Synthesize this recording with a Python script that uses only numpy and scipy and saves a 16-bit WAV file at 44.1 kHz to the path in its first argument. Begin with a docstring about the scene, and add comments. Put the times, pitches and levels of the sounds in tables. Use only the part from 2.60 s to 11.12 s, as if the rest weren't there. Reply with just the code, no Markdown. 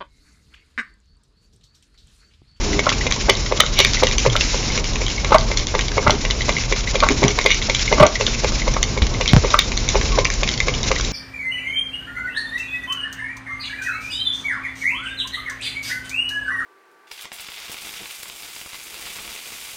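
"""Cat lapping thick cream, very close

A cat laps from a bowl about four times a second. Each lap is a wet smack of resonated noise grains, then
sharp clicks of parting films; small bubble pips are brief sine tones with a tick, mostly just before a smack.
Now and then air pockets gulp with a rising tone, froth fizzes, the chin rubs the bowl or the bowl is bumped;
late on, a squeak slides. Behind are a wavering hiss and a room rumble of shaped noise, and a deep sine hum.
The close microphone passes little above 7 kHz; loud moments pull its gain down and the highest peaks clip."""
import sys
import numpy as np
from scipy import signal
from scipy.fft import rfft, irfft, next_fast_len
from scipy.io import wavfile

SR = 44100
rng = np.random.default_rng(int(sys.argv[2]) if len(sys.argv) > 2 else 0)


def materialize(psi):
    """Save the field psi as 16-bit PCM at rate SR to the path in sys.argv[1].

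    A 1-D psi becomes a single channel; in a 2-D psi each row is a channel.
    """
    bounded = np.clip(np.atleast_2d(psi).T, -1, 1)
    quanta = np.round(bounded * 32767).astype(np.int16)
    wavfile.write(sys.argv[1], SR, quanta)


N = 375732
TIME = np.arange(N) / SR   # seconds
AROUND = np.arange(-2048, 4096) / SR   # seconds before and after a short sound's own moment

# Levels in the tables are relative; each source adds its own gain.
# Smacks, nearly all one per lap, with one extra smack between laps at 4.787 s.
# Each row: time in seconds, smack level in dB, film snap level in dB.
SMACKS = [(0.191, -15, -8.5), (0.465, -16, -11.5), (0.6934, -4, -11), (0.9227, -8.5, -23), (1.201, -8, -11),
          (1.432, -3.5, -21), (1.662, -4, -31), (1.943, -16, -29), (2.175, -21, -12.5),
          (2.4155, -17.5, -20), (2.645, -20.5, -13), (2.914, -19, -15), (3.15, -9, -17), (3.38, -7, -42),
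          (3.649, -20.5, -13), (3.8914, -9.5, -12), (4.123, -12, -11), (4.354, -11, -13),
          (4.6298, -8.5, -14.5), (4.787, -13, -10.5), (4.86, -8, -3.5), (5.096, -13.5, -9.5),
          (5.326, -3.5, -34), (5.609, -11, -12.5), (5.844, -10.5, -15.5), (6.0788, -11, -24),
          (6.3744, -16, -20.5), (6.61, -13.5, -10), (6.846, -8.5, -26), (7.117, -25, -15),
          (7.354, -7.5, -21.5), (7.5857, -6, -17), (7.831, -16, -11), (8.0817, -13.5, -11.5),
          (8.314, -9.5, -11.5)]
# Films that click between tongue and palate, loud and faint. Each row: time in seconds, level in dB, pitch in Hz.
CLICKS = [(0.292, -3.5, 3326), (0.326, -9.5, 2330), (.5136, -9, 2190), (0.5233, -6, 3970), (0.698, 0, 3030),
          (0.7005, -13, 6140), (1.001, -6.5, 4050), (1.004, 3.5, 3120), (1.064, -9, 3820),
          (1.1902, 0, 3670), (1.202, -2, 3600), (1.2486, -1.5, 2210), (1.335, -8, 4430),
          (1.4363, -6.5, 3910), (1.47, -5.5, 3170), (1.5127, -10.5, 2400), (1.5824, -5.5, 6060),
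          (1.7, -10.5, 3230), (1.765, -5, 2930), (1.8095, -4, 2750), (2.243, -15.5, 2277),
          (2.335, -15, 5760), (2.482, -12.5, 3273), (2.729, -17, 2200), (2.7836, -6, 4700),
          (2.973, -5.5, 4200), (3.07, -9.5, 5800), (3.21, -8, 3080), (3.283, -11, 4550), (3.478, -12, 2080),
          (3.507, -3, 4100), (3.7093, -6.5, 3920), (4.436, -13, 2200), (4.488, -3.5, 2450),
          (4.6389, -6.5, 2270), (4.681, -5, 5830), (4.905, -6, 2300), (4.919, -5.5, 2340),
          (5.017, -13, 2200), (5.148, -5, 3100), (5.419, -17, 2200), (5.434, -18, 2930), (5.451, -11, 2230),
          (5.466, -1, 5900), (5.666, -7, 3600), (6.2294, -3, 5740), (6.423, -9.5, 3860), (6.659, -10, 2260),
          (6.678, -6, 3294), (6.9911, 0, 3570), (7.1754, -5.5, 4100), (7.289, -5.5, 6000),
          (7.414, -13.5, 3289), (7.6525, -4.5, 2240), (7.702, -9, 1920), (7.89, -7.5, 3860),
          (7.939, -9.5, 4414), (7.977, -10.5, 4371), (8.003, -4.5, 2100), (8.139, -13, 3230),
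          (8.231, -10, 5400), (8.41, -9.5, 5870)]
# Bright resonances of the mouth. Each row: frequency in Hz, width in Hz, strength in dB.
CLICK_MODES = [(540, 130, 13), (1100, 78, 3), (2195, 125, 1.5), (2930, 186, -5), (3600, 650, -6),
               (4070, 750, -6.5), (4450, 68, -9), (5280, 56, -19), (5850, 79, -4)]


def from_db(db):
    """Decibels to an amplitude factor."""
    return 10 ** (np.asarray(db) / 20)


def rms_one(x):
    """Scale to rms 1."""
    return x / np.sqrt(np.mean(x ** 2) + 1e-20)


def add(out, s, sound):
    """Mix in a short sound, laid out on AROUND, at time s."""
    at = np.round((s + AROUND[0]) * SR).astype(int) + np.arange(len(sound))
    inside = (at >= 0) & (at < N)
    out[at[inside]] += sound[inside]


def drift(rate):
    """Wandering chance of rms 1: straight lines between random values, rate of them a second."""
    knots = rng.standard_normal(4096)
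    return rms_one(np.interp(TIME * rate, np.arange(len(knots)), knots))


def coloured_noise(spectrum):
    """Noise with the given spectrum, rms 1."""
    hz, db = np.transpose(spectrum)
    size = next_fast_len(N)
    bins = np.maximum(np.fft.rfftfreq(size, 1 / SR), 1)
    gain = from_db(np.interp(np.log(bins), np.log(hz), db))
    return rms_one(irfft(rfft(rng.standard_normal(size)) * gain, size)[:N])


def resonate(x, modes):
    """Parallel resonances with alternating signs."""
    out = 0
    for k, (hz, width, db) in enumerate(modes):
        r = np.exp(-np.pi * width / SR)
        poles = [1, -2 * r * np.cos(2 * np.pi * hz / SR), r * r]
        gain = (-1) ** k * from_db(db) * (1 - r * r) / 2
        out = out + gain * signal.lfilter([1, 0, -1], poles, x + 1e-18)
    return out


def mouth_shape(modes, centre_hz, focus_db, shift, uneven_db):
    """The mouth favours resonances near a centre, or far from it if focus_db (per squared octave) is
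    negative; pitches and strengths vary at each call."""
    hz, width, db = np.transpose(modes)
    detune, strength = rng.standard_normal((2, len(hz)))
    focus = focus_db * np.log2(hz / centre_hz) ** 2
    return np.column_stack([hz * np.exp(shift * detune), width, db + uneven_db * strength - focus])


def ruptures(rise, fall, per_s, snap):
    """A film tears: tiny ruptures crowd round one main snap (rise and fall in seconds)."""
    swell = np.exp(-np.abs(AROUND) / np.where(AROUND < 0, rise, fall))
    struck = rng.random(len(AROUND)) < per_s / SR
    grains = struck * rng.standard_normal(len(AROUND)) * swell
    return grains / (np.linalg.norm(grains) + 1e-9) + snap * (AROUND == 0)


def sized(sound, db, length):
    """Give a sound the energy of a tone of this height in dB and length in seconds."""
    return sound / (np.linalg.norm(sound) + 1e-12) * from_db(db) * np.sqrt(length * SR / 2)


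def background(flutter_db, swell_db):
    """A bright, wavering hiss, dipping briefly before each listed click, over the rumble of the room."""
    # Wavering of the hiss. Each row: time in seconds, level in dB.
    hiss_waver = [(0.0, -27), (1.11, -29), (1.35, -23), (1.57, -28), (1.6, -23.5), (1.785, -29.5),
                  (1.815, -21.5), (2.25, -28.5), (2.87, -29.5), (3.68, -29), (5.27, -26), (5.86, -26),
                  (6.41, -32), (6.83, -26), (7.14, -30), (7.43, -24.5), (7.69, -29.5), (8.52, -27.5)]
    # Spectra of the hiss and of the room. Each row: frequency in Hz, relative density in dB per Hz.
    hiss_spectrum = [(900, -17), (1500, -5), (1850, -6.5), (2130, -0.5), (2700, -2), (3300, -4.5),
                     (4000, -0.5), (4750, -3), (5300, 2.5), (5950, 0), (6450, -2), (7100, -4), (7600, -7.5)]
    room_spectrum = [(12, -25.5), (24, 0), (39, 0), (52, -1), (80, -10), (122, -6.5), (165, -15.5),
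                     (220, -13), (300, -18.5), (400, -18), (750, -26), (1100, -25), (1500, -38),
                     (3000, -47.5)]
    hiss_db, room_db = 1.33, -23
    dip_db, dip_before_s, dip_s = 4, 0.0097, 0.011
    dips = np.zeros(N)
    for s, _, _ in CLICKS:
        add(dips, s - dip_before_s, np.exp(-(AROUND / dip_s) ** 2))
    level_db = np.interp(TIME, *np.transpose(hiss_waver)) - dip_db * np.minimum(dips, 1)
    hiss = from_db(hiss_db + level_db + flutter_db * drift(70)) * coloured_noise(hiss_spectrum)
    room = from_db(room_db + swell_db * drift(11)) * coloured_noise(room_spectrum)
    return hiss + room


def hum(level_db, pitch_hz, waver):
    """A deep sine hum that wanders a little in pitch."""
    pitch = pitch_hz * (1 + waver * drift(9.8))
    return from_db(level_db) * np.sin(2 * np.pi * np.cumsum(pitch) / SR)


def rubs(gain_db):
    """The chin's fur drags along the rim: noise under swelling pressure makes the bowl drone softly."""
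    # Each row: time of most pressure in seconds, level in dB, length of rise and of fall in seconds.
    chin_rubs = [(0.148, -23.5, 0.12), (3.538, -18, 0.019), (4.511, -12, 0.012), (4.656, -13, 0.032),
                 (5.433, -10, 0.031)]
    # Hollow of the bowl. Each row: frequency in Hz, width in Hz, strength in dB.
    bowl_modes = [(147, 63, -5.5), (260, 150, -0.5), (410, 10, 5.5), (640, 96, -17)]
    pressure = sum(from_db(db + gain_db) * np.exp(-np.abs(TIME - s) / length)
                   for s, db, length in chin_rubs)
    return pressure * rms_one(resonate(rng.standard_normal(N), bowl_modes))


def pips(gain_db, pitch_hz, decay_s, tick_db):
    """The tongue leaves the cream: the film ticks as it parts, and a small bubble rings for milliseconds."""
    # Mostly just before a smack. Each row: time in seconds, level in dB.
    bubbles = [(.131, -14), (.41, -11), (1.37, -9.5), (2.1, -16.5), (2.58, -11.5), (3.808, -11.5),
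               (3.966, -8.5), (4.273, -10), (4.707, -14), (5.278, -9), (5.555, -6), (6.018, -12),
               (6.546, -16.5), (8.361, -12.5)]
    out = np.zeros(N)
    age = np.maximum(AROUND, 0)
    swell = age / decay_s * np.exp(1 - age / decay_s)
    for (s, db), detune in zip(bubbles, rng.standard_normal(len(bubbles))):
        tone = swell * np.sin(2 * np.pi * pitch_hz * (1 + 0.031 * detune) * age)
        tear = ruptures(rise=decay_s, fall=2 * decay_s, per_s=1800, snap=0.28)
        tick = resonate(tear, CLICK_MODES[2:])
        add(out, s, from_db(db + gain_db) * (tone + sized(tick, tick_db, decay_s)))
    return out


def smacks(gain_db, lead_s, length, soft_hz, crackle_db):
    """Cream is squeezed as the jaw shuts: a soft touch, then a short, dull pop with a wet crackle round it."""
    # Resonances of the mouth over the bowl. Each row: frequency in Hz, width in Hz, strength in dB.
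    smack_modes = [(398.3, 20, 2), (526, 64, 4), (661, 80, -5), (890, 130, -5.5), (1150, 130, -8.5),
                   (2070, 160, -12)]
    touch_before_s, touch_db, touch_hz = 0.0066, -8, 450   # the tongue lands softly just before
    dull, wet = np.zeros(N), np.zeros(N)
    for s, db, _ in SMACKS:
        touch = resonate(ruptures(rise=.003, fall=0.0022, per_s=2800, snap=0), [(touch_hz, 300, 0)])
        squeeze = ruptures(rise=0.14 * length, fall=0.86 * length, per_s=2900, snap=1.6)
        modes = mouth_shape(smack_modes, centre_hz=664, focus_db=-2.5, shift=0.017, uneven_db=1.5)
        spatter = ruptures(rise=0.0018, fall=0.0046, per_s=900, snap=0.48)
        crackle = resonate(spatter, CLICK_MODES[2:])
        add(dull, s - touch_before_s, sized(touch, db + touch_db, length))
        add(dull, s - lead_s, sized(resonate(squeeze, modes), db + gain_db, length))
        add(wet, s, sized(crackle, db + crackle_db, length))
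    return wet + signal.sosfilt(signal.butter(3, soft_hz, fs=SR, output="sos"), dull)


def films():
    """Films that part, as (s, dB, length s, pitch Hz): the listed ones, then a snap and ticks per smack."""
    # Faint films part as the mouth reopens. Each row: seconds after the smack, level in dB.
    faint_ticks = [(.055, -17), (.085, -18), (.16, -18)]
    click_length_s, doubling_db = 0.0021, 10.5   # length at 0 dB; it doubles with each such rise in level
    snap_after_s, snap_length_s, snap_hz, snap_spread_octaves = 0.002, 0.0035, 2280, 0.086
    tick_scatter_s, tick_uneven_db, tick_length_s = 0.011, 3, 0.003
    tick_hz, tick_spread_octaves = 4100, 0.84
    rows = [(s, db, click_length_s * 2 ** (db / doubling_db), hz) for s, db, hz in CLICKS]
    for s, _, snap_db in SMACKS:
        pitch = snap_hz * 2 ** (snap_spread_octaves * rng.standard_normal())
        rows.append((s + snap_after_s, snap_db, snap_length_s, pitch))
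        for after, db in faint_ticks:
            late, strong, high = rng.standard_normal(3)
            start = s + after + tick_scatter_s * late
            pitch = tick_hz * 2 ** (tick_spread_octaves * high)
            rows.append((start, db + tick_uneven_db * strong, tick_length_s, pitch))
    return rows


def clicks(gain_db, lead_s, spray_db, ring_db, ring_width_hz, crack_db):
    """Each film cracks, rings at its own pitch, sounds the mouth and trails a few tiny after-ticks."""
    mouth_hz = 4800   # the mouth favours the midpoint, in octaves, between this and the film's pitch
    crack_band = signal.butter(3, [2000, 7000], "band", fs=SR, output="sos")
    out = np.zeros(N)
    for s, db, length, hz in films():
        snap = ruptures(rise=.15 * length, fall=1.0 * length, per_s=7000, snap=.9)
        spray = from_db(spray_db) * ruptures(rise=.002, fall=.012, per_s=250, snap=0)
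        modes = mouth_shape(CLICK_MODES, np.sqrt(hz * mouth_hz), focus_db=3.5, shift=0.038, uneven_db=2.5)
        ring = sized(resonate(snap, [(hz, ring_width_hz, 0)]), db + ring_db, length)
        crack = sized(signal.sosfilt(crack_band, snap), db + crack_db, length)
        mouth = sized(resonate(snap + spray, modes), db + gain_db, length)
        add(out, s - lead_s, crack + ring + mouth)
    return out


def gulps(gain_db, attack_s, glide, soft_hz, hollow_db, crackle_db, churn_db):
    """An air pocket pops with a crackle, rings at a rising pitch and stirs the mouth; small bubbles churn."""
    # Every third or fourth lap, pockets pop in a quick splutter.
    # Each row, one pocket: time in seconds, level in dB, length in seconds, starting pitch in Hz.
    air_pockets = [(0.2668, -3, 0.0038, 1305), (0.2703, -4.5, 0.0034, 1090), (0.286, -14, 0.0053, 1000),
                   (0.318, -6.5, .0012, 1170), (1.0025, -1.5, 0.0065, 1230), (1.036, -7, 0.0024, 1350),
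                   (1.754, -7, 0.0045, 1320), (2.72, 0.5, 0.0059, 873), (2.726, -4.5, 0.01, 1210),
                   (2.745, 3.5, 0.0043, 1100), (2.748, 1, 0.015, 640), (2.758, 2, 0.003, 1140),
                   (2.76, -16, 0.0053, 940), (3.466, -3, 0.0022, 1100), (3.469, -4, 0.003, 890),
                   (3.472, -1.5, 0.0047, 1340), (3.4962, 1.5, 0.0015, 980), (3.4978, -9, 0.012, 617),
                   (4.426, -3.5, 0.0051, 1100), (4.4303, -3.5, 0.0098, 1073), (4.435, -4, .003, 1360),
                   (4.466, -5, 0.0012, 950), (5.381, -11, 0.0053, 1150), (5.3984, -4.5, 0.0056, 1140),
                   (5.4029, -1, 0.01, 597), (5.412, -6, 0.0072, 1140), (5.428, 4.5, 0.018, 608),
                   (5.431, 4.5, 0.0094, 1140), (5.453, -4, 0.0021, 960), (5.455, 0.5, 0.014, 610),
                   (6.1655, -3.5, 0.0038, 1145), (6.939, -10, 0.014, 1134), (6.942, 4, 0.0027, 1200)]
    # Hollow of the mouth. 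Each row: frequency in Hz, width in Hz, strength in dB.
    gulp_modes = [(592, 114, 6), (908, 47, 3.5), (1140, 110, 1), (1564, 130, -6), (2016, 43, -1.5),
                  (3600, 470, -21)]
    out = np.zeros(N)
    age = np.maximum(AROUND, 0)
    for s, db, length, hz in air_pockets:
        swell = (1 - np.exp(-age / attack_s)) * np.exp(-(age / (1.03 * length)) ** 2)
        bend = glide * rng.uniform(0, 1.6)
        pocket = swell * np.sin(2 * np.pi * hz * (age + bend * age ** 2))
        tear = ruptures(rise=.2 * length, fall=.85 * length, per_s=4000, snap=0.3)
        hollow = resonate(tear, mouth_shape(gulp_modes, hz, focus_db=3.5, shift=.003, uneven_db=1.5))
        churn = resonate(ruptures(rise=0.042, fall=0.029, per_s=390, snap=0), gulp_modes)
        spatter = ruptures(rise=0.25 * length, fall=0.66 * length, per_s=1000, snap=0)
        crackle = resonate(spatter, CLICK_MODES[2:6])
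        parts = [(pocket, 0), (hollow, hollow_db), (crackle, crackle_db), (churn, churn_db)]
        add(out, s, sum(sized(part, db + gain_db + part_db, length) for part, part_db in parts))
    # soft tissue dulls the top
    return signal.sosfilt(signal.butter(2, soft_hz, fs=SR, output="sos"), out)


def fizzes(gain_db):
    """Froth on the tongue: many tiny bubbles burst together in a short, soft swell."""
    # Each row: time in seconds, level in dB, length in seconds.
    froth_bursts = [(1.2, -18, 0.025), (4.91, -20, 0.02), (6.691, -22, 0.011), (6.99, -13, 0.0026)]
    out = np.zeros(N)
    for s, db, length in froth_bursts:
        froth = ruptures(rise=.8 * length, fall=length, per_s=2500, snap=0)
        modes = mouth_shape(CLICK_MODES, centre_hz=3700, focus_db=7, shift=.012, uneven_db=1.5)
        add(out, s, sized(resonate(froth, modes), db + gain_db, length))
    return out


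def bumps(gain_db, rub_db, knock_db):
    """The bowl answers a nudge with a brief knock and a low thud that sags in pitch."""
    # Each row: time in seconds, level in dB, starting pitch in Hz, decay by 60 dB in seconds,
    # time for the pitch to halve in seconds.
    bowl_bumps = [(1.67, -16, 134, 0.42, 0.32), (3.48, -8, 153, 0.076, 0.019),
                  (4.64, -11.5, 167, 0.21, 0.063), (5.407, -8, 195, 0.22, 0.027),
                  (6.42, -8.5, 95, 0.19, 0.027), (6.734, -2, 260, 0.13, 0.0053),
                  (6.7646, -1.5, 184, 0.14, 0.026)]
    out = np.zeros(N)
    age = np.maximum(AROUND, 0)
    for s, db, hz, t60, sag_s in bowl_bumps:
        rub = rms_one(resonate(rng.standard_normal(len(age)), [(2.2 * hz, hz, 0)]))
        tone = -np.sin(2 * np.pi * hz * sag_s * np.log1p(age / sag_s))
        thud = tone + from_db(rub_db) * rub * (age > 0)
        knock = sized(resonate(1.0 * (AROUND == 0), [(1300, 1900, 0)]), knock_db, 0.0029)
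        add(out, s, from_db(db + gain_db - 60 * age / t60) * (thud + knock))
    return out


def squeak(waver, flutter_db):
    """A thin sine, unsteady in pitch and level, slides down and back up."""
    # Each row: time in seconds, pitch in Hz, level in dB.
    slide = [(7.51, 1187, -44), (7.526, 1140, -25), (7.565, 1037, -33.5), (7.617, 1014, -28.5),
             (7.701, 1110, -35)]
    s, hz, db = np.transpose(slide)
    pitch = np.interp(TIME, s, hz) * (1 + waver * drift(220))
    level_db = np.interp(TIME, s, db, left=-200, right=-200) + flutter_db * drift(120)
    return from_db(level_db) * np.sin(2 * np.pi * np.cumsum(pitch) / SR)


def reflections(x, echo_s, echo_db, low_hz, high_hz, wet_db, t60):
    """A small nearby surface returns one echo of the upper middle; the room adds a short, diffuse tail."""
    age = TIME[:SR // 4]
    tail = rng.standard_normal(len(age)) * from_db(-60 * age / t60) * (age > echo_s)
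    band = signal.butter(2, [low_hz, high_hz], "band", fs=SR, output="sos")
    returned = signal.sosfilt(band, x)
    echo = from_db(echo_db) * np.interp(TIME - echo_s, TIME, returned, left=0)
    return echo + from_db(wet_db) * signal.fftconvolve(x, tail / np.linalg.norm(tail))[:N]


def gain_control(x, threshold_db, slope, release_db_per_s):
    """Loud moments pull the gain down, and the hiss sinks with it for an instant."""
    power = signal.lfilter([1 / 256], [1, -255 / 256], x[0] ** 2)   # smoothed over about 256 samples
    level_db = 10 * np.log10(np.maximum(power, 1e-12))
    over = np.maximum(level_db - threshold_db, 0) * slope
    # the reduction jumps up at once, then falls at a steady rate
    held = np.maximum.accumulate(over + release_db_per_s * TIME) - release_db_per_s * TIME
    attack = np.exp(-1 / (0.014 * SR))   # smooths the reduction over 14 ms
    return x * from_db(-signal.lfilter([1 - attack], [1, -attack], held))


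def scene():
    """The cat and its reflections, with the bumped bowl, hum, hiss and room beside them."""
    cat = rubs(gain_db=-1) + pips(gain_db=-4, pitch_hz=2090, decay_s=0.0017, tick_db=-1.5)
    cat += smacks(gain_db=-0.5, lead_s=0.0007, length=0.0086, soft_hz=1770, crackle_db=-12)
    cat += clicks(gain_db=-3.5, lead_s=.0003, spray_db=-14.5, ring_db=-3.5, ring_width_hz=245, crack_db=-6.5)
    cat += gulps(gain_db=-5.0, attack_s=0.00021, glide=1.96, soft_hz=4200,
                 hollow_db=-2.5, crackle_db=-14, churn_db=-13)
    cat += fizzes(gain_db=9.0) + squeak(waver=0.0157, flutter_db=3.0)
    space = reflections(cat, echo_s=0.0086, echo_db=-6, low_hz=1740, high_hz=3380, wet_db=-12.0, t60=0.24)
    bowl = bumps(gain_db=3.5, rub_db=-17.0, knock_db=-10)
    place = hum(level_db=-25.0, pitch_hz=38.8, waver=0.0614) + background(flutter_db=2.5, swell_db=1.5)
    return (cat + space + bowl + place)[None]


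def record(dry):
    """The microphone cuts off steeply at the top; the gain ducks, and the loudest peaks clip."""
    mic_edge_hz, cutoff_hz = 7200, 16000
    narrow = signal.sosfilt(signal.ellip(10, .3, 80, mic_edge_hz, fs=SR, output="sos"), dry)
    levelled = gain_control(narrow, threshold_db=-7.5, slope=0.77, release_db_per_s=52.0)
    clipped = np.clip(levelled, -1, 1)
    # remove what clipping adds above the cutoff
    return signal.sosfilt(signal.cheby2(12, 70, cutoff_hz, fs=SR, output="sos"), clipped)


dry = scene()
out = record(dry)
materialize(out)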